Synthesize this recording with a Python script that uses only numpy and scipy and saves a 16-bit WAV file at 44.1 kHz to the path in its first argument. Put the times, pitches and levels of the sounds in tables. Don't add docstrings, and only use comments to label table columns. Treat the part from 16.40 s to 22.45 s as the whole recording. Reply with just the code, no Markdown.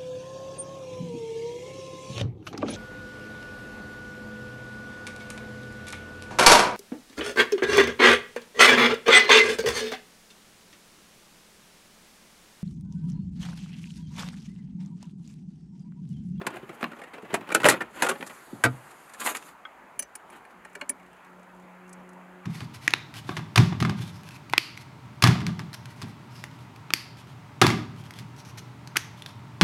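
import sys
import numpy as np
from scipy import signal
from scipy.fft import rfft, irfft
from scipy.io import wavfile
from scipy.ndimage import uniform_filter1d, map_coordinates

SR = 44100
rng = np.random.default_rng(int(sys.argv[2]) if len(sys.argv) > 2 else 0)


def file_out(sig):
    cols = np.atleast_2d(sig).T
    lim = np.clip(cols, -1, 1)
    pcm = np.round(lim * 32767).astype(np.int16)
    wavfile.write(sys.argv[1], SR, pcm)


def field_ratio(decibels):
    return 10 ** (np.asarray(decibels, dtype=float) / 20)


N = 267025
T = np.arange(N) / SR


def unit(x):
    return x / np.sqrt(np.mean(x ** 2) + 1e-20)


def peak(x):
    return x / np.max(np.abs(x))


def along(points, hz):
    f, v = np.transpose(points)
    return np.interp(np.log(hz + 1), np.log(f + 1), v)


def wobble(rate):
    knots = rng.standard_normal(int(N * rate / SR) + 4)
    return map_coordinates(knots, [T * rate])


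def kernel(spectrum):
    hz = np.fft.rfftfreq(4096, 1 / SR)
    cepstrum = irfft(np.log(field_ratio(along(spectrum, hz))))
    cepstrum[1:2048] *= 2
    cepstrum[2049:] = 0
    h = irfft(np.exp(rfft(cepstrum)))
    return h / np.linalg.norm(h)


def ringing(modes, scatter_db):
    t = T[:SR // 4]
    h = np.zeros(len(t))
    for hz, db, t60 in modes:
        decay = field_ratio(db + scatter_db * rng.standard_normal() - 60 * t / t60)
        h += decay * np.sin(2 * np.pi * hz * t) * (1 - np.exp(-t / 0.001))
    return h / np.linalg.norm(h)


def chatter(t60, spiky, rise=0.00021, hold=0):
    t = T[:SR // 8]
    decay = field_ratio(-60 * np.maximum(t - hold, 0) / t60)
    onset = (1 - np.exp(-t / rise)) ** 2
    first_blow = 1 + 0.55 * np.exp(-t / 0.00069)
    bounces = rng.standard_normal(len(t)) * np.exp(spiky * rng.standard_normal(len(t)))
    return bounces * decay * onset * first_blow


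def add(track, s, x):
    part = track[round(s * SR):][:len(x)]
    part += x[:len(part)]


def through(x, h):
    return signal.fftconvolve(x, h)[:max(len(x), len(h))]


def patchy(x, depth_db):
    z = signal.stft(np.pad(x, (0, 512)), nperseg=512)[2]
    field = rng.standard_normal(z.shape)
    field = uniform_filter1d(field, size=8, axis=0)
    field = uniform_filter1d(field, size=18, axis=1)
    return signal.istft(z * field_ratio(depth_db * unit(field)), nperseg=512)[1][:N]


# (frequency [Hz], density [dB per Hz])
TRAFFIC = [(20, -14), (55, 10), (90, -10), (200, -1.5), (450, -3), (900, 2.5), (1400, -0.5), (2200, -8),
           (3200, -18.5), (4000, -30.5), (4600, -57.5), (6000, -120)]


def traffic():
    air = patchy(rng.standard_normal(N), depth_db=2.0)
    level_db = -51.5 + .5 * wobble(0.36)
    return field_ratio(level_db) * unit(through(air, kernel(TRAFFIC)))


def strokes(rows):
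    curves = [db - 20 * np.maximum((s - T) / rise, (T - s) / fall) for s, rise, fall, db in rows]
    return np.max(curves, axis=0)


# (frequency [Hz], density [dB per Hz])
RUB_BODY = [(50, -46), (100, -21.5), (300, 3), (700, -5), (1100, 0), (2000, -5.5), (3000, -9), (4500, -25),
            (6000, -35.5)]
RUB_RUSTLE = [(2000, -34), (3500, -6), (4600, -4), (5500, -12), (6900, 0), (8000, -4), (8800, -2),
              (9700, -5), (10600, 0), (11500, -3), (12400, -4), (13500, -12), (15100, -20), (16500, -50)]


def rub(body_db, rustle_db, spiky, lumpy_db):
    def slips():
        clumps = field_ratio(lumpy_db * wobble(45.31))
        return rng.standard_normal(N) * np.exp(spiky * wobble(900)) * clumps

    body = unit(through(slips(), kernel(RUB_BODY)))
    rustle = unit(patchy(through(slips(), kernel(RUB_RUSTLE)), depth_db=2))
    return field_ratio(body_db) * body + field_ratio(rustle_db) * rustle


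def stroked(rows, spiky, lumpy_db):
    body_db = strokes([row[:4] for row in rows])
    rustle_db = strokes([(s, rise, fall, db + over_db) for s, rise, fall, db, over_db in rows])
    return rub(body_db, rustle_db, spiky, lumpy_db)


# (peak time [s], rise [s], fall [s], body level [dB], rustle over body [dB])
DRAG = [(.15, 0.25, 0.34, -44, -16.5), (.45, 1, 0.56, -48.5, -14), (.89, 0.077, 0.44, -45.5, -31),
        (1.16, 0.11, 0.31, -40, -13.5), (1.29, 0.051, 0.14, -29.5, -16.5),
        (1.575, 0.075, 0.44, -40.5, -8.5), (1.612, 0.062, 0.16, -33.5, -16), (1.95, 0.7, 0.95, -52, -3.5),
        (2.3, 0.49, 0.53, -52, -15), (2.5, 0.8, 0.4, -54, -6), (3.085, 0.36, 0.074, -50.5, -2)]


def dragging():
    free_s = 1.75
    lumpy_db = np.where(T < free_s, 3.5, .9)
    return field_ratio(-4.0) * stroked(DRAG, spiky=.2, lumpy_db=lumpy_db)


# (frequency [Hz], density [dB per Hz])
WOBBLE = [(60, -20.5), (110, 0.5), (140, 2), (200, -8), (400, -33.5)]
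# (peak time [s], rise [s], fall [s], level [dB])
FLEXING = [
    (.35, 1.3, 0.3, -64),
    (.95, 0.13, 0.23, -52.5),
    (1.25, 0.38, 0.26, -56),
    (1.7, 0.35, 0.37, -59),
    (2.33, 0.1, 0.33, -61),
]


def flexing():
    return field_ratio(strokes(FLEXING)) * unit(through(rng.standard_normal(N), kernel(WOBBLE)))


# (frequency [Hz], density [dB per Hz])
THUMP = [(40, -24), (100, -13.5), (220, 4), (450, 1), (800, -47), (2000, -92)]
# (frequency [Hz], level [dB], T60 [s])
PANEL = [(125, -10, .3), (215, -14, .06), (253, -3, .16), (300, -9, .12), (484, 1, .075), (545, -1, .06),
         (600, -3, .065), (651, -4, .07), (883, -11, .09), (1238, -9, .09), (1384, -5, .08),
         (1523, -5, .065), (1950, -2, .055), (2300, -6, .05)]
# (time [s], thump level [dB], ring level [dB], chatter T60 [s])
THUDS = [(0.012, -28.5, -68, 0.033), (.059, -32, -72, 0.032), (0.23, -34.5, -62, 0.15),
         (0.294, -34.5, -69, 0.083), (0.429, -23.5, -70, 0.041), (.831, -36, -70, 0.028),
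         (.933, -23, -69.5, 0.08), (1.38, -40, -66, .04), (1.801, -33, -68, 0.028), (2.068, -57, -73, .03),
         (2.199, -50, -70, 0.018), (2.243, -32.5, -14.5, 0.029), (3.439, -50, -72, 0.026)]


def thuds():
    out, thump = np.zeros(N), kernel(THUMP)
    for s, thump_db, ring_db, t60 in THUDS:
        force = chatter(t60, spiky=0.12, rise=0.001)
        force[0] = 1.24 * np.linalg.norm(force)
        add(out, s, field_ratio(thump_db) * peak(through(force, thump)))
        rattle = chatter(0.06, spiky=0.28, rise=.0005, hold=0.0091)
        rattle = rattle / np.linalg.norm(rattle)
        add(out, s - .004, field_ratio(ring_db) * through(rattle, ringing(PANEL, scatter_db=1)) * 20)
    return out


# (frequency [Hz], density [dB per Hz])
BOOM = [(50, -54), (100, -8), (200, 1.5), (450, 5.5), (800, -3), (1600, -36.5)]
CLACK = [(300, -28.5), (700, -5.5), (1400, 3), (2600, -2.5), (4000, -15), (7000, -31.5)]
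CRACK = [(2200, -40), (3600, -4), (5500, -7), (7500, 0), (11000, -3), (13000, -15), (16000, -34)]
# (time [s], peak level [dB], crack level [dB], local note [Hz], chatter T60 [s])
ROCKING = [(0.013, -27.5, -41, 520, 0.023), (0.066, -15, -18, 890, 0.031), (0.103, -33.5, -22, 420, 0.019),
           (.137, -37, -25, 410, 0.065), (0.157, -33.5, -23, 525, 0.024), (.166, -30, -26, 880, 0.027),
           (0.291, -32, -27, 1440, 0.028), (.3, -38.5, -29, 500, 0.056), (.327, -41, -23, 900, 0.019),
           (.418, -30, -25, 616, 0.037), (0.408, -30, -25, 920, 0.025), (0.428, -13.5, -47, 420, 0.012),
           (0.44, -16.5, -39, 950, 0.016), (0.515, -34, -24, 1450, 0.03), (.531, -37.5, -36, 1980, 0.012),
           (0.564, -43, -33, 915, 0.047), (.585, -37.5, -22, 1210, 0.08), (0.615, -31.5, -26, 2030, 0.027),
           (0.635, -34, -20, 1910, 0.03), (0.671, -44, -29, 926, 0.037), (0.732, -32.5, -24, 930, 0.11),
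           (0.78, -33.5, -41, 405, 0.028), (.774, -44, -35, 900, 0.016), (0.82, -40, -20, 1180, 0.043),
           (.846, -40.5, -25, 880, 0.043)]
UNCLIPPING = [(.901, -35.5, -30, 950, 0.066), (.928, -28, -26, 446, 0.037), (.94, -10.5, -19, 930, 0.057),
              (1.008, -33, -26, 1000, 0.024), (1.069, -36.5, -28, 890, 0.077),
              (1.089, -24, -27, 397, 0.019), (1.101, -24, -30, 1380, 0.044), (1.117, -19.5, -27, 700, .03),
              (1.1435, -22, -12, 1500, 0.016), (1.1478, -3.5, -11.5, 1514, 0.03),
              (1.153, -17, -17.5, 1713, 0.051), (1.2, -20.5, -25.5, 732, 0.037),
              (1.216, -27.5, -17.5, 1230, 0.02), (1.231, -16.5, -25, 1513, 0.093),
              (1.2435, -5.5, -24, 952, 0.045), (1.253, -1.5, -25.5, 597.5, .06),
              (1.262, -5.5, -18, 645, 0.055), (1.272, -14.5, -18, 500, 0.057),
              (1.2865, -1.5, -9, 1900, 0.016), (1.29, -8.5, -10.5, 1913, 0.046),
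              (1.296, -15, -11.5, 1028, .04), (1.308, -11.5, -17.5, 1330, 0.053),
              (1.32, -15.5, -18.5, 1200, .05), (1.33, -21, -28.5, 1900, 0.033),
              (1.343, -24.5, -33, 1970, 0.028)]
LIFTING = [(1.405, -19, -30, 1800, 0.05), (1.411, -24, -25, 2350, 0.047),
           (1.418, -26.5, -18.5, 1640, 0.014), (1.595, -35, -20, 1920, 0.071),
           (1.609, -36, -20, 1490, 0.055), (1.6215, -7.5, -13.5, 1010, 0.044), (1.629, -16, -14, 696, 0.06),
           (1.643, -17, -18, 880, 0.07), (1.664, -17, -18, 1410, 0.044), (1.686, -16.5, -15, 1110, 0.041),
           (1.691, -14, -14.5, 1520, 0.06), (1.711, -17, -27, 1250, 0.049), (1.753, -33.5, -31, 845, 0.034),
           (1.807, -29.5, -26, 537, 0.024), (1.8255, -19.5, -33, 1050, 0.012),
           (1.862, -38, -7, 1810, 0.044), (1.87, -39, -5.5, 1380, 0.04), (1.895, -34.5, -20, 1420, 0.04),
           (1.908, -43, -30, 950, 0.027)]
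LAYING = [(2.238, -5, -17.5, 1560, 0.062), (2.509, -43, -10, 875, 0.026), (2.693, -42.5, -12, 1140, 0.028),
          (2.734, -40.5, -6, 1100, 0.024), (2.743, -36.5, -13, 1740, 0.032), (2.796, -35, -11, 1650, 0.04),
          (2.858, -22, -26, 2080, 0.037), (2.908, -26.5, -30, 520, 0.049), (2.872, -13, -21.5, 984, 0.04),
          (2.949, -27.5, -26, 1310, 0.038), (2.967, -29.5, -5, 2020, 0.022),
          (3.024, -36, -16, 1100, 0.0087), (3.084, -42.5, -15.5, 840, 0.04)]
IN_BETWEEN = [
    (1.122, -20, -18, 2300, 0.023),
    (1.163, -19, -31, 420, .03),
    (1.2575, -8, -20.5, 850, .025),
    (1.277, -14.5, -24.5, 420, .03),
    (1.2965, -14, -5.5, 2600, .04),
    (1.339, -18.5, -28, 695, 0.019),
    (2.251, -13.5, -19, 1400, 0.014),
    (2.258, -17.5, -24, 606, 0.021),
]


def knocks():
    out, boom, clack, crack = np.zeros(N), kernel(BOOM), kernel(CLACK), kernel(CRACK)
    stages = ((ROCKING, -10), (UNCLIPPING, -10), (LIFTING, -11.5), (LAYING, -25), (IN_BETWEEN, -14))
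    for rows, seated_db in stages:
        for s, db, crack_db, hz, t60 in rows:
            boom_db = seated_db - 0.27 * (db + 25)
            rise = .0002 + .00009 * max(-5 - db, 0)
            force = chatter(t60, spiky=0.13, rise=rise)
            note = ringing([(hz, 0, .01)], scatter_db=0)
            low = through(chatter(1.4 * t60, spiky=0.4, rise=rise), boom)
            mid = through(force, .75 * clack + 0.63 * note[:4096])
            high = through(chatter(t60, spiky=0.19, rise=rise), crack)
            add(out, s, field_ratio(db - 1.54) * peak(mid))
            add(out, s, field_ratio(db + boom_db + 3.0) * peak(low))
            add(out, s, field_ratio(db + crack_db + 7.5) * peak(high))
    return out


# (from [s], to [s], level [dB])
CARRY = (1.56, 3.1, -63)


def carrying():
    start, end, db = CARRY
    fade = np.clip(np.minimum((T - start) / .15, (end - T) / .04), 0, 1)
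    return fade * rub(db - 3, db + 1.2 * wobble(5), spiky=.1, lumpy_db=1)


# (time [s], peak level [dB], from [Hz], to [Hz], fall [s], T60 [s])
FLOP = (2.128, -30, 560, 90, .006, .045)


def flop():
    out, t = np.zeros(N), T[:SR // 8]
    s, db, from_hz, to_hz, fall, t60 = FLOP
    hz = to_hz + (from_hz - to_hz) * np.exp(-t / fall)
    envelope = field_ratio(-60 * t / t60) * (1 - np.exp(-t / .004)) ** 2
    add(out, s, field_ratio(db) * peak(envelope * np.sin(2 * np.pi * np.cumsum(hz) / SR)))
    return out


# (frequency [Hz], gain [dB])
SLIDE_THIN = [(100, -6), (400, -11), (1000, -5), (16000, -1)]
# (peak time [s], rise [s], fall [s], body level [dB], rustle over body [dB])
SLIDE = [
    (2.803, 0.0071, 0.044, -33.5, -5),
    (2.818, 0.03, 0.035, -27.5, -12),
    (2.864, 0.034, .04, -26.5, -1),
    (2.895, 0.06, 0.047, -29, -3.5),
    (2.951, 0.0079, 0.035, -26, -11),
    (2.968, 0.023, .03, -35, -10.5),
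]


def scraping():
    thin = kernel(SLIDE_THIN)
    return through(stroked(SLIDE, spiky=0.25, lumpy_db=1.0), thin / np.max(np.abs(rfft(thin))))


def pings(hits, modes):
    out = np.zeros(N)
    for s, db in hits:
        add(out, s, field_ratio(db) * peak(ringing(modes, scatter_db=1)))
    return out


# (frequency [Hz], level [dB], T60 [s])
PART = [(1280, -5, .03), (1530, -2, .02), (1800, -6, .015), (2100, -6, .02), (3280, -8, .06),
        (5200, -22, .006)]
# (time [s], peak level [dB])
PING = [
    (3.252, -27),
]


def dropped_part():
    return pings(PING, PART)


# (frequency [Hz], density [dB per Hz])
SNAP = [(2500, -50.5), (4000, -14), (5500, -6), (7500, -0.5), (10000, -7), (13000, -15), (16000, -32.5)]
# (frequency [Hz], level [dB], T60 [s])
STEEL = [(7320, -17, .022), (9460, -5, .022), (9680, 0, .032), (9870, -3, .024), (10900, -17, .02),
         (11500, -17, .015), (13400, -26, .015), (14290, -13, .022)]
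# (frequency [Hz], level [dB], T60 [s])
NUT = [(275, -11, .09), (390, -8, .05), (580, -2, .045), (870, -2, .04), (1840, -1, .009), (2300, 0, .008),
       (2750, -7, .006), (4200, -13, .006)]
# (time [s], peak level [dB], nut knock [dB], ring share [dB], own note [Hz])
TICKS = [(3.5557, -62.5, -12, -1.5, 4100), (3.5916, -20, -11, 4, 9500), (3.6229, -26, -11.5, -22, 6130),
         (3.752, -28, -10.5, -3, 9950), (3.899, -47.5, 3, -2, 5800), (4.0487, -53.5, 12, -5, 4250),
         (4.2476, -39, 7, -23, 10100), (4.2967, -54.5, 3, -14, 7800), (4.3291, -51, -14, -7, 7970),
         (4.351, -32, 2, -35, 6050), (4.393, -58, -8, -5, 9700), (4.411, -31, 7.5, -28, 2420),
         (4.492, -16, -12, -1, 10200)]
# (time [s], peak level [dB], own note [Hz], nut knock level [dB])
GRIPPED = [(4.595, -55, 7660, -50), (4.6274, -53.5, 7600, -49), (4.6605, -55, 9700, -52),
           (4.729, -50.5, 9600, -51), (4.763, -57, 9650, -54), (4.8453, -49.5, 3650, -53),
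           (4.862, -56, 7390, -62), (4.93, -58.5, 2990, -51), (4.994, -53.5, 8000, -60.5),
           (5.029, -49, 9540, -59), (5.146, -59, 9280, -64), (5.161, -58, 7430, -62),
           (5.1966, -51.5, 7760, -52.5), (5.2216, -59, 7310, -57), (5.477, -50, 7160, -57),
           (5.491, -43, 10450, -50), (5.528, -33.5, 9700, -55.5), (5.689, -45, 10300, -55),
           (5.731, -49.5, 9500, -60)]


def spanner():
    out, crack, clack = np.zeros(N), kernel(SNAP), kernel(CLACK)
    loose_t60, gripped_t60, blow_t60 = 0.028, 0.027, 0.011
    contacts = [(*row, loose_t60) for row in TICKS]
    for s, db, hz, nut_db in GRIPPED:
        contacts.append((s, db, nut_db - db, -120, hz, gripped_t60))
    for s, db, nut_db, ring_db, hz, t60 in contacts:
        rise = .0004 + .00004 * max(-25 - db, 0)
        force = chatter(t60, spiky=.25, rise=rise, hold=.003)
        rattle = chatter(.5 * t60, spiky=.3, rise=.001, hold=.006)
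        blow = chatter(blow_t60, spiky=.2, rise=rise, hold=.003)
        ring = through(blow, ringing(STEEL, scatter_db=1.5))
        note = ringing([(hz, 0, .004)], scatter_db=0)
        spot = through(force, .35 * note[:4096] + .7 * crack)
        post = through(rattle, ringing(NUT[4:], scatter_db=1)[:4096] + .4 * clack)
        case = through(rattle, ringing(NUT[:4], scatter_db=1.5))
        add(out, s, field_ratio(db + ring_db) * peak(ring))
        add(out, s, field_ratio(db + nut_db) * peak(post))
        add(out, s + .003, field_ratio(db + nut_db - 9) * peak(case))
        add(out, s, field_ratio(db - 4.5) * peak(spot))
    return out


# (frequency [Hz], level [dB], T60 [s])
SHANK_MODES = [(6089, 0, .075), (14720, -19, .06), (2900, -2, .022), (2290, -12, .03), (4463, -20, .025),
               (7500, -18, .04)]
# (time [s], peak level [dB])
SHANK = [
    (3.593, -26),
    (3.626, -40.5),
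]


def shank():
    return pings(SHANK, SHANK_MODES)


# (peak time [s], rise [s], fall [s], body level [dB], rustle over body [dB])
BRUSH = [
    (3.93, .03, .1, -48, -14),
    (3.965, .1, .03, -50, -13),
    (4.11, .022, .026, -53, -14),
]


def brushing():
    return stroked(BRUSH, spiky=.17, lumpy_db=1.5)


# (time [s], level [dB])
HUM = [
    (4.1, -60),
    (4.202, -63.5),
    (4.518, -65.5),
    (4.664, -60),
    (4.816, -70.5),
    (4.87, -58.5),
    (5.554, -52),
    (5.892, -53),
    (6.05, -55),
]


def hum():
    times, levels = np.transpose(HUM)
    turn = 2 * np.pi * 181.9 * T
    beat_hz, crest_s, depth = 3.9, 5.715, .85
    beat = (1 + depth * np.cos(2 * np.pi * beat_hz * (T - crest_s))) / (1 + depth)
    lines = field_ratio(1.4 * wobble(12)) * np.sin(turn)
    lines += field_ratio(-2.5 + 1.5 * wobble(8)) * beat * np.sin(2 * turn)
    lines += field_ratio(-12.5 + 3.5 * wobble(4)) * np.sin(3 * turn)
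    lines += field_ratio(-16.5 + 3.24 * wobble(3.73)) * np.sin(3 * turn / 2)
    fade_in = np.clip((T - 4.1) / 0.088, 0, 1)
    return np.sqrt(2) * field_ratio(np.interp(T, times, levels)) * lines * fade_in


# (time [s], length [s], from [Hz], to [Hz], level [dB])
CHIRPS = [
    (4.819, 0.026, 3150, 3450, -69.5),
    (5.084, 0.038, 2500, 2620, -63),
    (5.44, 0.0447, 2490, 2800, -62),
    (5.585, 0.025, 4800, 5960, -75),
]


def bird():
    out = np.zeros(N)
    for s, length, from_hz, to_hz, db in CHIRPS:
        u = np.linspace(0, 1, round(length * SR))
        flutter_db = 31 * uniform_filter1d(rng.standard_normal(len(u)), size=100)
        hz = from_hz + (to_hz - from_hz) * np.sqrt(u)
        whistle = np.sin(2 * np.pi * np.cumsum(hz) / SR)
        add(out, s, field_ratio(db + flutter_db) * np.sin(np.pi * u) * whistle)
    return out


# (frequency [Hz], T60 [s])
TRUNK = [(150, 0.27), (1000, 0.1), (5000, 0.077), (12000, 0.0066)]


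def trunk(x):
    out, step = np.zeros(N), SR // 3
    for k in range(0, N, step):
        hz, t, z = signal.stft(rng.standard_normal(SR // 4), SR, nperseg=256)
        decay = field_ratio(-60 * t / along(TRUNK, hz)[:, None])
        tail = signal.istft(z * decay, SR, nperseg=256)[1]
        add(out, k / SR + .002, signal.fftconvolve(x[k:k + step], tail / np.linalg.norm(tail)))
    return out


def scene():
    cover = dragging() + flexing() + thuds() + knocks() + carrying() + flop() + scraping()
    cover = cover + dropped_part() + shank() + brushing()
    steel = spanner()
    reverberation = field_ratio(-10.5) * trunk(cover + field_ratio(-2) * steel)
    return (traffic() + cover + steel + reverberation + hum() + bird())[None]


def roll_off(x):
    return signal.sosfilt(signal.butter(12, 16810, fs=SR, output="sos"), x)


# (frequency [Hz], gain [dB])
MIC = [(20, -24), (60, -14), (110, -3), (160, 0), (15300, 0), (16000, -8), (16800, -30)]
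# (frequency [Hz], density [dB per Hz])
HISS = [(2200, -30), (3800, -2), (4600, -3), (5600, -8), (6600, -2), (7500, -3), (8500, -7), (9800, -5),
        (12000, -7), (15000, -11), (15800, -14), (16100, -40)]


def record(dry):
    colour = kernel(MIC)
    x = through(dry[0], colour / np.max(np.abs(rfft(colour))))
    x = x + field_ratio(-72.3) * unit(through(rng.standard_normal(N), kernel(HISS)))
    x = x / (1 + np.abs(x / .98) ** 8) ** (1 / 8)
    return roll_off(x[None])


dry = scene()
out = record(dry)
file_out(out)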